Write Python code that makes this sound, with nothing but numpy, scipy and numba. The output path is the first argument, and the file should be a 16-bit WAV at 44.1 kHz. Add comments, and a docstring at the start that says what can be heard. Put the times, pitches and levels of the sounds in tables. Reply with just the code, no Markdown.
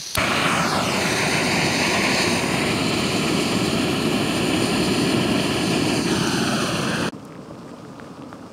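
"""Gas hisses from a camping stove on a forest floor, a spark snaps and the flame lights with a whump and roars.
An arm swings a pot onto the flame; short echoes from arm, pot and ground comb the roar and change by pose.
After a short silence the stove is heard turned down, from above the pot, where warming water ticks.
Gas and flame are coloured noise with a fluttering level; snaps, thuds and ticks are sines that die away."""
import sys
import numpy as np
from scipy import signal
from scipy.fft import rfft, irfft, next_fast_len
from scipy.io import wavfile
from scipy.ndimage import map_coordinates
from numba import njit

SR = 44100
rng = np.random.default_rng(int(sys.argv[2]) if len(sys.argv) > 2 else 0)


def store_wav(level_fs):
    """Save 16-bit WAV to argv[1]."""
    pcm = np.round(np.clip(np.atleast_2d(level_fs), -1, 1) * 32767)
    wavfile.write(sys.argv[1], SR, pcm.T.astype(np.int16))


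N = 375732  # length in samples

SPARK_S = 0.1529        # the igniter snaps
CATCH_RISE_S = 0.013    # time the flame takes to spread over the burner


def full_flame():
    """Burning gas is turbulent: a fluttering rumble, the roar, and the hiss of the jet."""
    # full flame, one row per pose: [rumble level/dB, roar level/dB, jet hiss level/dB], before the echoes
    flame_levels = [(-27, -22.5, -34), (-26, -24.5, -33.5), (-24.5, -24, -30.5), (-25.5, -25, -31),
                    (-25, -26.5, -33.5), (-24, -26.4, -33), (-24, -29, -33.5)]
    # colour of the rumble: [f/Hz, level/dB per Hz]
    rumble_colour = [(18, -58), (30, -32.5), (93, -8.5), (184, 1.5), (368, 0.5), (484, -10), (520, -17),
                     (680, -38), (1140, -120)]
    # colour of the roar: [f/Hz, level/dB per Hz]
    roar_colour = [(330, -30.0), (480, -4.1), (630, 1.0), (720, -.5), (900, -6.0), (1250, -0.1),
                   (1800, -5.6), (2100, -7.9), (2450, -4.9), (3100, -3.9), (3600, -14.7), (4300, -40.0)]
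    # colour of the jet hiss: [f/Hz, level/dB per Hz]
    jet_colour = [(3000, -32), (3600, -5), (4350, 0.0), (5550, -7), (6100, -5.5), (6700, -9.5), (7150, -8),
                  (8000, -14.5), (8600, -9), (9250, -6), (10200, -14), (11200, -19.5), (12100, -17),
                  (12700, -19.5), (13200, -24), (15700, -27)]
    catch_s = 0.1632

    rumble_db, roar_db, jet_db = by_pose(flame_levels)
    rumble = from_db(rumble_db) * turbulence(rumble_colour, flutter_db=0.8, rate_hz=94)
    roar = from_db(roar_db) * turbulence(roar_colour, flutter_db=0.85, rate_hz=20.5)
    jet = from_db(jet_db) * turbulence(jet_colour, flutter_db=0.9, rate_hz=14)

    flare = swell(0.181, width_s=0.0054, db=3)   # the gas cloud flares as it lights
    drop = swell(6.035, width_s=0.023, db=-6)    # rumble and roar drop briefly in level
    burning = (rumble + roar) * drop * flare
    return surroundings((burning + jet) * ramp(catch_s, CATCH_RISE_S))


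def lighting():
    """Cold gas hisses until it catches; the igniter snaps; the gas cloud lights with a whump."""
    # colour of the cold gas: [f/Hz, level/dB per Hz]
    cold_gas_colour = [(35, -55), (60, -13), (1430, -23), (1600, -19), (2020, -20), (3700, -12.5),
                       (4260, -3), (5250, -12), (6040, -4.5), (7450, -25), (9850, -18), (15700, -37)]
    # ringing tones of the igniter: [f/Hz, level/dB relative to the snap, time to lose 60 dB/s]
    spark_modes = [(4300, -1.5, 0.0037), (9350, -0.5, 0.003), (1200, -12, 0.0018), (1900, -13, .002),
                   (2800, -11, 0.0025), (3500, -4, .003), (5500, -12, .003), (6770, -14, 0.0032),
                   (12200, -5, 0.003), (13800, -14, .003)]
    cold_gas_db, spark_db = -32, -8
    # after the snap the igniter's parts rattle, weaker at each contact
    contacts, rattle_gap_s, rattle_loss_db = 9, 0.00076, 2.5

    gas = from_db(cold_gas_db) * turbulence(cold_gas_colour, flutter_db=1.5, rate_hz=96)
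    gas = gas * (1 - ramp(SPARK_S, 2 * CATCH_RISE_S))

    # each contact pushes every tone up or down at random
    pushes = rng.choice([-1, 1], (contacts, len(spark_modes)))
    snap = np.zeros(N)
    for i, row in enumerate(pushes):
        contact_s = SPARK_S + i * rattle_gap_s
        contact_db = spark_db - i * rattle_loss_db
        for push, (hz, mode_db, t60_s) in zip(row, spark_modes):
            snap += push * blip(contact_s, contact_db + mode_db, hz, t60_s)

    # a low thud dies away as the gas hisses
    thud = blip(0, -35, hz=151, t60_s=0.059)
    # the minus sign turns the whump's first push the other way
    whump = -blip(0.180, -11.5, hz=115, t60_s=0.05)
    return gas + snap + thud + whump


def handle_ticks():
    """The released pot handle ticks: short rings that die away in a hundredth of a second."""
    # ticks of the handle: [t/s, level/dB at the start of the ring, f/Hz]
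    handle_rings = [(6.2645, -23, 6100), (6.2735, -19, 6700)]
    return sum(blip(s, db, hz, t60_s=0.01) for s, db, hz in handle_rings)


def low_flame():
    """The same burner turned down and screened by the pot: quieter noise in duller colours."""
    # low flame over time: [t/s, rumble level/dB, roar level/dB, hiss level/dB]
    low_levels = [(7.13, -36, -43, -54.5), (7.37, -39, -44, -55.5), (7.814, -39, -43.5, -55),
                  (8.52, -39.5, -44, -54.5)]
    # colour of the low rumble: [f/Hz, level/dB per Hz]
    low_rumble_colour = [(18, -56), (30, -30), (140, -4), (283, -2.5), (296, -2), (375, -14), (450, -6.5),
                         (580, -29), (990, -120)]
    # colour of the low roar: [f/Hz, level/dB per Hz]
    low_roar_colour = [(250, -40), (420, -8), (486, -6.5), (517, -1.5), (763, -10), (1230, -7.5),
                       (1800, -25), (2340, -56.5), (3960, -120)]
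    # colour of the low hiss: [f/Hz, level/dB per Hz]
    low_hiss_colour = [(1000, -31), (1700, -8), (2170, -1), (2730, 0), (3780, -4.5), (5050, -0.5),
                       (6370, -6.5), (8990, -8), (11000, -18), (15700, -22)]

    rumble_db, roar_db, hiss_db = in_time(low_levels)
    rumble = from_db(rumble_db) * turbulence(low_rumble_colour, flutter_db=-1.0, rate_hz=18)
    roar = from_db(roar_db) * turbulence(low_roar_colour, flutter_db=1.0, rate_hz=24)
    hiss = from_db(hiss_db) * turbulence(low_hiss_colour, flutter_db=1.0, rate_hz=16)
    return rumble + roar + hiss


def warming_pot():
    """Small bubbles collapse on the hot base: a few clear ticks over a random fizz."""
    # clear ticks: [t/s, level/dB at the start of the ring, f/Hz]
    clear_ticks = [(7.2275, -36, 5000), (7.2520, -27, 9500), (7.2545, -33, 7000), (7.324, -28, 2100),
                   (7.349, -33, 2500), (7.3545, -29, 1800), (7.379, -41, 2300), (7.457, -34, 1100),
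                   (7.5089, -22, 540), (7.512, -27, 520), (7.554, -39, 2800), (7.5915, -36, 4300),
                   (7.615, -39, 3600), (7.6804, -32, 1700), (7.6929, -32, 1600), (7.715, -36, 2800),
                   (7.74, -28, 600), (7.766, -37, 3000), (7.788, -37, 5000), (7.85, -29, 1500),
                   (7.956, -36, 2700), (7.984, -37, 4000), (7.9910, -34, 4500), (7.998, -18.5, 1470),
                   (8.0444, -32, 1600), (8.2226, -29, 2800), (8.3287, -28, 750), (8.329, -20, 1390)]
    fizz_per_s, fizz_db = 110, -60
    # cycles until a ring has lost 60 dB
    tick_cycles, fizz_cycles = 7.1, 7.6

    # bubbles differ by up to 9 dB and push either way
    sizes = from_db(3.0 * np.minimum(rng.exponential(1, N), 3)) * rng.choice([-1, 1], N)
    born = rng.random(N) < fizz_per_s / SR
    pitches = np.geomspace(1300, 5500, 10)
    pitch_number = rng.integers(0, 10, N)
    fizz = np.zeros(N)
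    for k, hz in enumerate(pitches):
        fizz += ring(sizes * born * (pitch_number == k), hz, fizz_cycles / hz)

    ticks = sum(blip(s, db, hz, tick_cycles / hz) for s, db, hz in clear_ticks)
    return from_db(fizz_db) * rms_one(fizz) + ticks


def surroundings(x):
    """Direct sound plus echoes (soft and far surfaces return less treble), then drifting bands of colour."""
    # Echoes of things near the flame, named for the likeliest surface, one row per pose:
    # [lag/ms, share of the direct sound], a negative share is an inverted echo
    burner = [(0.25, -0.0062), (0.323, -0.38), (0.33, -0.073), (0.19, 0.0042), (0.254, 0.12), (0.27, 0.14),
              (0.3, 0.075)]
    # gas canister: [lag/ms, share]
    canister = [(0.56, 0.033), (0.63, -0.11), (0.63, -0.14), (0.61, -0.15), (0.597, -0.011),
                (0.566, -0.064), (0.55, -0.18)]
    # base of the pot: [lag/ms, share]
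    pot_base = [(0.734, 0.12), (0.8, 0.19), (0.72, -0.17), (0.716, -0.23), (0.69, 0.082), (0.615, 0.073),
                (0.64, 0.2)]
    # side of the pot: [lag/ms, share]
    pot_side = [(1.26, 0.031), (1.37, 0.27), (1.27, 0.14), (1.16, 0.13), (1.186, 0.085), (1.16, 0.11),
                (1.16, 0.14)]
    # hand: [lag/ms, share]
    hand = [(1.64, 0.14), (1.83, 0.074), (1.96, 0.1), (2, 0.12), (1.67, 0.15), (1.67, 0.12), (1.95, 0)]
    # forest floor: [lag/ms, share]
    ground = [(3.0, 0), (3.0, 0), (3.0, 0), (3.0, 0.07), (2.93, 0.14), (2.955, 0.21), (3.0, 0.0077)]
    # forearm at the valve, drawing back, on the pot handle, gone: [t/s, lag/ms, share]
    forearm = [(.36, .07, 0), (.48, .088, .5), (.62, .125, .65), (.72, .168, .62), (.78, .215, .38),
               (.83, .28, .5), (.88, .325, .52), (.94, .385, .36), (1.0, .42, .45), (1.09, .46, .36),
               (1.2, .436, .36), (1.4, .42, .48), (1.55, .41, .55), (2.45, .42, .55), (2.75, .406, .34),
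               (5.9, .407, .34), (6.04, .435, .38), (6.25, .65, 0)]
    # sleeve drawing away: [start t/s, first lag/ms, lag growth/ms per s, share, fade-in/s, dulled above f/Hz]
    withdrawals = [(5.8, .95, .81, .16, .4, 4500)]
    # bands of the colour that rise, fall and drift over time:
    # [width/octaves, rows of (t/s, centre f/Hz, gain/dB)]
    shades = [ (0.069, [(1.0, 3400, .1), (1.25, 3380, -7), (1.55, 3400, -9), (1.8, 3370, -5),
              (1.95, 3380, -2), (2.1, 3380, -6), (2.47, 3420, -10), (2.68, 3450, .1), (2.82, 3500, -5),
              (3.2, 3520, .1)]), (.06, [(1.1, 1250, -4), (1.3, 1300, -6), (1.7, 1350, -9), (2.1, 1330, -6),
              (2.4, 1400, -9), (2.6, 1450, -3.5), (2.8, 1480, .1)]), (0.33, [(.2, 1580, 5), (.45, 1530, 5),
              (.58, 1500, 2.5), (1.0, 1500, 2.5), (1.15, 1600, 4), (1.35, 1510, 6.5), (1.7, 1400, 3),
              (2.2, 1460, 5.5), (2.5, 1320, 3.5), (2.8, 1400, 2)]), (0.15, [(.2, 670, 3.5), (.42, 680, 5.5),
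              (.55, 640, 0.5), (.7, 656, 4), (1.15, 676, 1.5), (1.6, 600, 1.5), (2.2, 670, 2.5),
              (3.1, 595, 2.5), (3.6, 600, .1)]), (0.11, [(1.4, 1230, 2), (1.8, 1240, 6), (2.1, 1240, 5),
              (2.45, 1260, 6), (2.65, 1300, .1)]), (0.37, [(.35, 1200, .1), (.62, 1200, 0), (.77, 800, 4),
              (.9, 900, 3)]), (0.71, [(.2, 300, 0), (2.0, 310, -0.5), (3.6, 375, 0.5), (4.3, 370, -0.7),
              (5.2, 375, 1.5), (5.6, 333, -2.5), (5.9, 330, -0.5), (6.25, 312, 5), (6.5, 313, 3.5),
              (6.7, 330, -2.5), (7.1, 330, 0.7)]), (1, [(.2, 480, 0.5), (.6, 496, -5), (.9, 500, 0.7),
              (1.3, 500, -2), (1.9, 585, -2), (2.4, 500, -.5), (2.75, 516, -2.5), (3.1, 520, .1)]),
              (0.28, [(1.8, 1050, 2), (2.15, 1050, 3), (2.8, 1010, 3.5), (3.5, 1100, 3), (4.0, 1100, 1),
              (6.1, 950, 1.5), (6.3, 885, 4), (6.55, 680, 1), (6.8, 644, -4)]), (0.33, [(.55, 1500, 1),
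              (.7, 1480, 5.5), (.8, 1900, 1.5), (.9, 1750, -2), (1.03, 1420, -1), (1.15, 1750, 3.5),
              (1.5, 1650, -0.5), (2.05, 1800, 4), (2.5, 1550, 1.5), (2.7, 1600, 2), (2.8, 1750, -2),
              (3.0, 1750, 0), (3.2, 1700, -0.5), (5.0, 1700, 3), (6.0, 1650, 2.5)]),
              (0.24, [(.25, 3820, -0.5), (.4, 3940, 8.5), (.58, 3400, 8), (.7, 3240, -3), (.95, 3500, 2),
              (1.2, 3700, 2.5), (2.1, 3720, 7.5), (2.8, 3830, 4), (3.3, 3700, 0.5), (5.8, 3650, -1),
              (6.0, 3700, -9), (6.2, 3700, 3), (6.9, 3800, -3)]), (0.076, [(.6, 5500, -3), (.8, 5500, 4.5),
              (.95, 6300, 7), (1.1, 5500, 2.5), (2.7, 5500, -1.5), (5.9, 5300, 0), (6.3, 5200, 5.5),
              (6.9, 5600, -2)]), (0.16, [(5.95, 600, 0), (6.1, 520, -4), (6.33, 496, -9), (6.52, 457, -12),
              (6.65, 420, -7.5), (7.1, 375, -5.5)]), (.1, [(6.05, 800, .1), (6.15, 720, -4), (6.4, 590, -8),
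              (6.5, 540, 3)]), (0.36, [(6.3, 670, -2), (6.6, 577, 5), (7.1, 523, 6)]),
              (.12, [(5.95, 1200, -2), (6.15, 1140, -4), (6.4, 1030, -4), (6.6, 930, -6), (6.8, 870, -7),
              (6.92, 850, -1), (7.1, 760, -3)]), (0.2, [(6.1, 1550, -10), (6.2, 1650, -1), (6.45, 1460, 4),
              (6.6, 1325, 3.5), (6.75, 1400, -2), (6.95, 1590, 4.5), (7.1, 1500, 1.5)]),
              (0.22, [(.2, 2210, 6), (.55, 2200, 4), (.8, 2200, -3.5), (1.2, 2070, 3.5), (1.7, 2190, 1),
              (2.05, 2250, 4), (2.3, 2230, 0.5), (2.4, 2200, -3), (2.57, 2000, 6.5), (2.72, 2100, 6),
              (2.9, 2020, -1.5), (3.1, 2086, 2), (4.0, 2080, -5), (5.0, 2150, -5.5), (5.9, 2040, -4.5),
              (6.05, 2200, -2), (6.22, 2020, -8), (6.38, 2050, -4), (6.55, 2010, -7), (6.8, 1900, -7),
              (6.95, 2230, -4), (7.1, 2200, -7)]), (0.11, [(.2, 3000, -5.5), (.8, 3300, -2.5),
              (1.3, 3100, -2), (2.3, 3320, 0.6), (3.1, 3330, 4), (5.6, 3280, 3.5), (6.0, 3250, 0),
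              (6.3, 3000, -0.5), (6.6, 3370, 5), (7.1, 3400, 3)]), (0.21, [(.2, 4300, 4), (.6, 4600, 1),
              (1.0, 4470, -1.5), (1.9, 4430, 0.5), (2.05, 4400, -2), (2.15, 4300, 5), (2.3, 4300, -1.5),
              (2.42, 4150, -9), (2.7, 4300, -2), (2.9, 4200, 2.5), (3.6, 4800, 1), (4.1, 4720, -4.5),
              (4.9, 4300, 2), (5.3, 5430, -1), (6.15, 4570, 3), (6.45, 4600, 2), (6.7, 4700, -2),
              (7.1, 4800, -1.5)]), (0.15, [(.4, 6450, 5), (.6, 6500, 6), (1.0, 6300, 2), (1.5, 5960, 5),
              (2.15, 6350, 8), (2.6, 6200, -4), (3.3, 6100, 4), (4.0, 6100, -5), (5.1, 6500, -5),
              (5.7, 6660, 0), (6.15, 6070, 3.5), (7.1, 6000, -2.5)]), (0.075, [(1.0, 8000, 5.5),
              (1.4, 8060, 3), (2.5, 8100, 5.5), (3.6, 8200, 4), (4.2, 8200, -3), (5.0, 7900, -2.3)]),
              (0.13, [(1.1, 8800, -3), (1.3, 8700, 0), (1.7, 8900, -2.5), (2.4, 9600, 0), (3.4, 9500, 3),
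              (4.1, 9200, -1), (4.6, 9000, 5), (5.5, 9200, -.5), (6.2, 9500, 2.5), (7.1, 9000, -2.5)]),
              (.08, [(1.0, 7000, .1), (1.3, 7200, -0.5), (2.2, 7200, -2), (2.6, 7050, 3), (3.2, 7300, 4),
              (3.6, 7400, 4), (4.0, 7350, -5), (4.5, 7050, 4.5), (5.3, 7300, -1), (5.7, 7400, -2),
              (6.4, 7600, 4), (6.8, 7300, -3)]), (0.058, [(1.0, 8600, 5), (1.3, 8600, 3.5), (1.9, 8600, -3),
              (2.9, 8900, -5), (3.4, 8650, -5), (4.1, 8550, -6), (4.5, 8500, -1), (5.0, 8650, -6),
              (5.6, 8500, 5), (6.3, 8300, 5), (7.1, 8500, -2)]), (0.043, [(1.1, 10200, -3),
              (1.6, 10200, -5), (2.2, 10300, -7), (2.6, 10500, 6), (3.5, 10300, 2.5), (4.2, 10200, 1),
              (4.6, 10200, -3), (5.1, 10400, 0), (5.7, 10100, -2), (7.1, 10400, -2.5)]),
              (.05, [(1.2, 11200, -1.5), (1.6, 11100, -3.5), (2.3, 11200, -4.5), (2.9, 11400, -5),
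              (3.7, 11400, -3.5), (4.3, 11100, 7), (4.7, 11200, 1.5), (5.0, 11200, -2), (5.8, 11100, -4),
              (6.4, 11200, -2)]), (.06, [(1.2, 12200, -4), (1.6, 12400, 7), (1.95, 12300, 3.5),
              (2.25, 12300, -7), (2.9, 12300, -2), (3.4, 12600, 5.5), (3.9, 12600, 2), (4.5, 12500, 3.5),
              (5.0, 12300, 2), (5.6, 11850, 4), (6.1, 11900, 1), (6.5, 12600, 2.5), (7.1, 12400, .1)]),
              (0.58, [(.2, 13000, 3), (1.0, 13600, 3.5), (1.6, 12500, -5), (2.5, 14000, 0),
              (3.8, 14000, -3), (4.5, 13800, 0), (5.9, 14000, -6), (6.3, 13000, 1), (7.1, 13500, -9)])]

    # each surface with the frequency in Hz above which its echo is dulled
    near = [(burner, 11500), (canister, 6500), (pot_base, 8000),
            (pot_side, 5600), (hand, 4800), (ground, 3000)]
    heard = x + echo(x, *in_time(forearm), dull_hz=8500)
    for row in withdrawals:
        heard = heard + withdrawal(x, *row)
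    for rows, dull_hz in near:
        heard = heard + echo(x, *by_pose(rows), dull_hz)
    for octaves, rows in shades:
        heard = shade(heard, octaves, rows)
    return heard


def echo(x, lag_ms, share, dull_hz):
    """A late, dulled copy from a surface: a longer path means a longer lag."""
    tremble_ms, sway_ms = 0.004, 0.005   # hands and flame are never still: quick and slow wander
    dull = signal.sosfilt(signal.butter(1, min(dull_hz, 20000), fs=SR, output="sos"), x)
    moving_lag_ms = lag_ms + tremble_ms * drift(8.5) + sway_ms * drift(0.53)
    # read the sound at positions between the samples
    late = map_coordinates(dull, [np.arange(N) - moving_lag_ms * SR / 1000], order=3)
    return share * late


def withdrawal(x, start_s, first_ms, ms_per_s, share, fade_in_s, dull_hz):
    """The echo of a limb that moves off at a steady pace: it fades in and its lag grows."""
    lag_ms = first_ms + ms_per_s * np.maximum(np.arange(N) / SR - start_s, 0)
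    return echo(x, lag_ms, share * ramp(start_s, fade_in_s), dull_hz)


def shade(x, octaves, rows):
    """Lift or cut a band whose centre and depth follow the rows."""
    hz, db = in_time(rows)
    root = from_db(db / 2)
    damp = np.log(2) * max(octaves, 0.02) / root
    return moving_bell(x, np.tan(np.pi * hz / SR), damp, damp * (root * root - 1))


@njit
def moving_bell(x, warp, damp, lift):
    """State-variable filter: the input plus a share of its moving band."""
    out, a, b = np.empty_like(x), 0.0, 0.0
    for i in range(len(x)):
        band = (a + warp[i] * (x[i] - b)) / (1 + warp[i] * (warp[i] + damp[i]))
        low = b + warp[i] * band
        a, b = 2 * band - a, 2 * low - b   # memory for the next sample
        out[i] = x[i] + lift[i] * band
    return out


def turbulence(colour_rows, flutter_db, rate_hz):
    """Turbulent gas: noise of the given colour whose level flutters; rms 1."""
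    size = next_fast_len(N)
    hz, db = np.transpose(colour_rows)
    grid_hz = np.maximum(np.arange(size // 2 + 1) * SR / size, 1)
    colour = from_db(np.interp(np.log(grid_hz), np.log(hz), db, left=-120, right=-120))
    noise = irfft(rfft(rng.standard_normal(size)) * colour, size)[:N]
    return rms_one(noise * from_db(flutter_db * drift(rate_hz)))


def drift(rate_hz):
    """Slow chance: noise smoothed twice by a one-pole low-pass; spread 1."""
    step, settle = 40, 2000   # samples per slow value; slow values dropped while the filter settles
    r = np.exp(-2 * np.pi * rate_hz * step / SR)
    noise = rng.standard_normal(N // step + settle + 2)
    slow = signal.lfilter([1], [1, -2 * r, r * r], noise)[settle:]
    return np.interp(np.arange(N) / step, np.arange(len(slow)), rms_one(slow))


def ring(clicks, hz, t60_s):
    """A struck body: each unit click starts a sine of height 1 that loses 60 dB in t60_s."""
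    r = from_db(-60 / (max(t60_s, 0.0005) * SR))
    w = 2 * np.pi * hz / SR
    # the tiny offset keeps the dying ring from reaching numbers that compute slowly
    return signal.lfilter([0, np.sin(w)], [1, -2 * r * np.cos(w), r * r], clicks + 1e-18)


def blip(at_s, start_db, hz, t60_s):
    """One short damped ring, its first push downward."""
    out, at = np.zeros(N), round(at_s * SR)
    click = np.zeros(min(SR // 10, N - at))
    click[0] = -from_db(start_db)
    out[at:at + len(click)] = ring(click, hz, t60_s)
    return out


def swell(at_s, width_s, db):
    """A brief bell-shaped change of gain."""
    return from_db(db * np.exp(-((np.arange(N) / SR - at_s) / width_s) ** 2))


def ramp(start_s, rise_s):
    """Zero before the start, then a straight rise to one."""
    return np.clip((np.arange(N) / SR - start_s) / max(rise_s, 1 / SR), 0, 1)


def by_pose(rows):
    """One row per pose, joined by straight lines."""
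    # hand at the valve, arm drawing back, hand on the handle, pot lifted,
    # pot held on the burner, hand opened, hand gone: [held from t/s, held until t/s];
    # the handle and lifted-pot holds overlap
    poses = [(.2, 0.41), (.78, 0.85), (1.1, 1.76), (1.6, 2.32), (2.8, 4), (4.6, 6.1), (6.28, 7.1)]
    return in_time([(s, *row) for held, row in zip(poses, rows) for s in held])


def in_time(rows):
    """Every column after the first (the time), as one value per sample."""
    s, *columns = np.transpose(rows)
    return [np.interp(np.arange(N) / SR, s, column) for column in columns]


def from_db(db):
    """Decibels to gain."""
    return 10 ** (np.asarray(db) / 20)


def rms_one(x):
    """Scale to unit rms."""
    return x / np.sqrt(np.mean(x ** 2) + 1e-20)


def scene():
    """The loud part, a short silence, the quiet part."""
    # the loud part dies: [t/s, gain/dB]
    dying = [(7.089, 0), (7.0905, -13), (7.103, -17), (7.1105, -45)]
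    resume_s = 7.1222

    loud = full_flame() + lighting() + handle_ticks()
    loud = loud * from_db(in_time(dying)[0]) * (1 - ramp(dying[-1][0], 0))
    quiet = (low_flame() + warming_pot()) * ramp(resume_s, 0.0004)
    return (loud + quiet)[None, :]


def record(dry):
    """A small microphone loses the deepest bass; the top is cut."""
    low_hz, cutoff_hz = 40, 16650
    thin = signal.sosfilt(signal.butter(2, low_hz, "high", fs=SR, output="sos"), dry)
    return signal.sosfilt(signal.cheby2(14, 60, cutoff_hz, fs=SR, output="sos"), thin)


dry = scene()
out = record(dry)
store_wav(out)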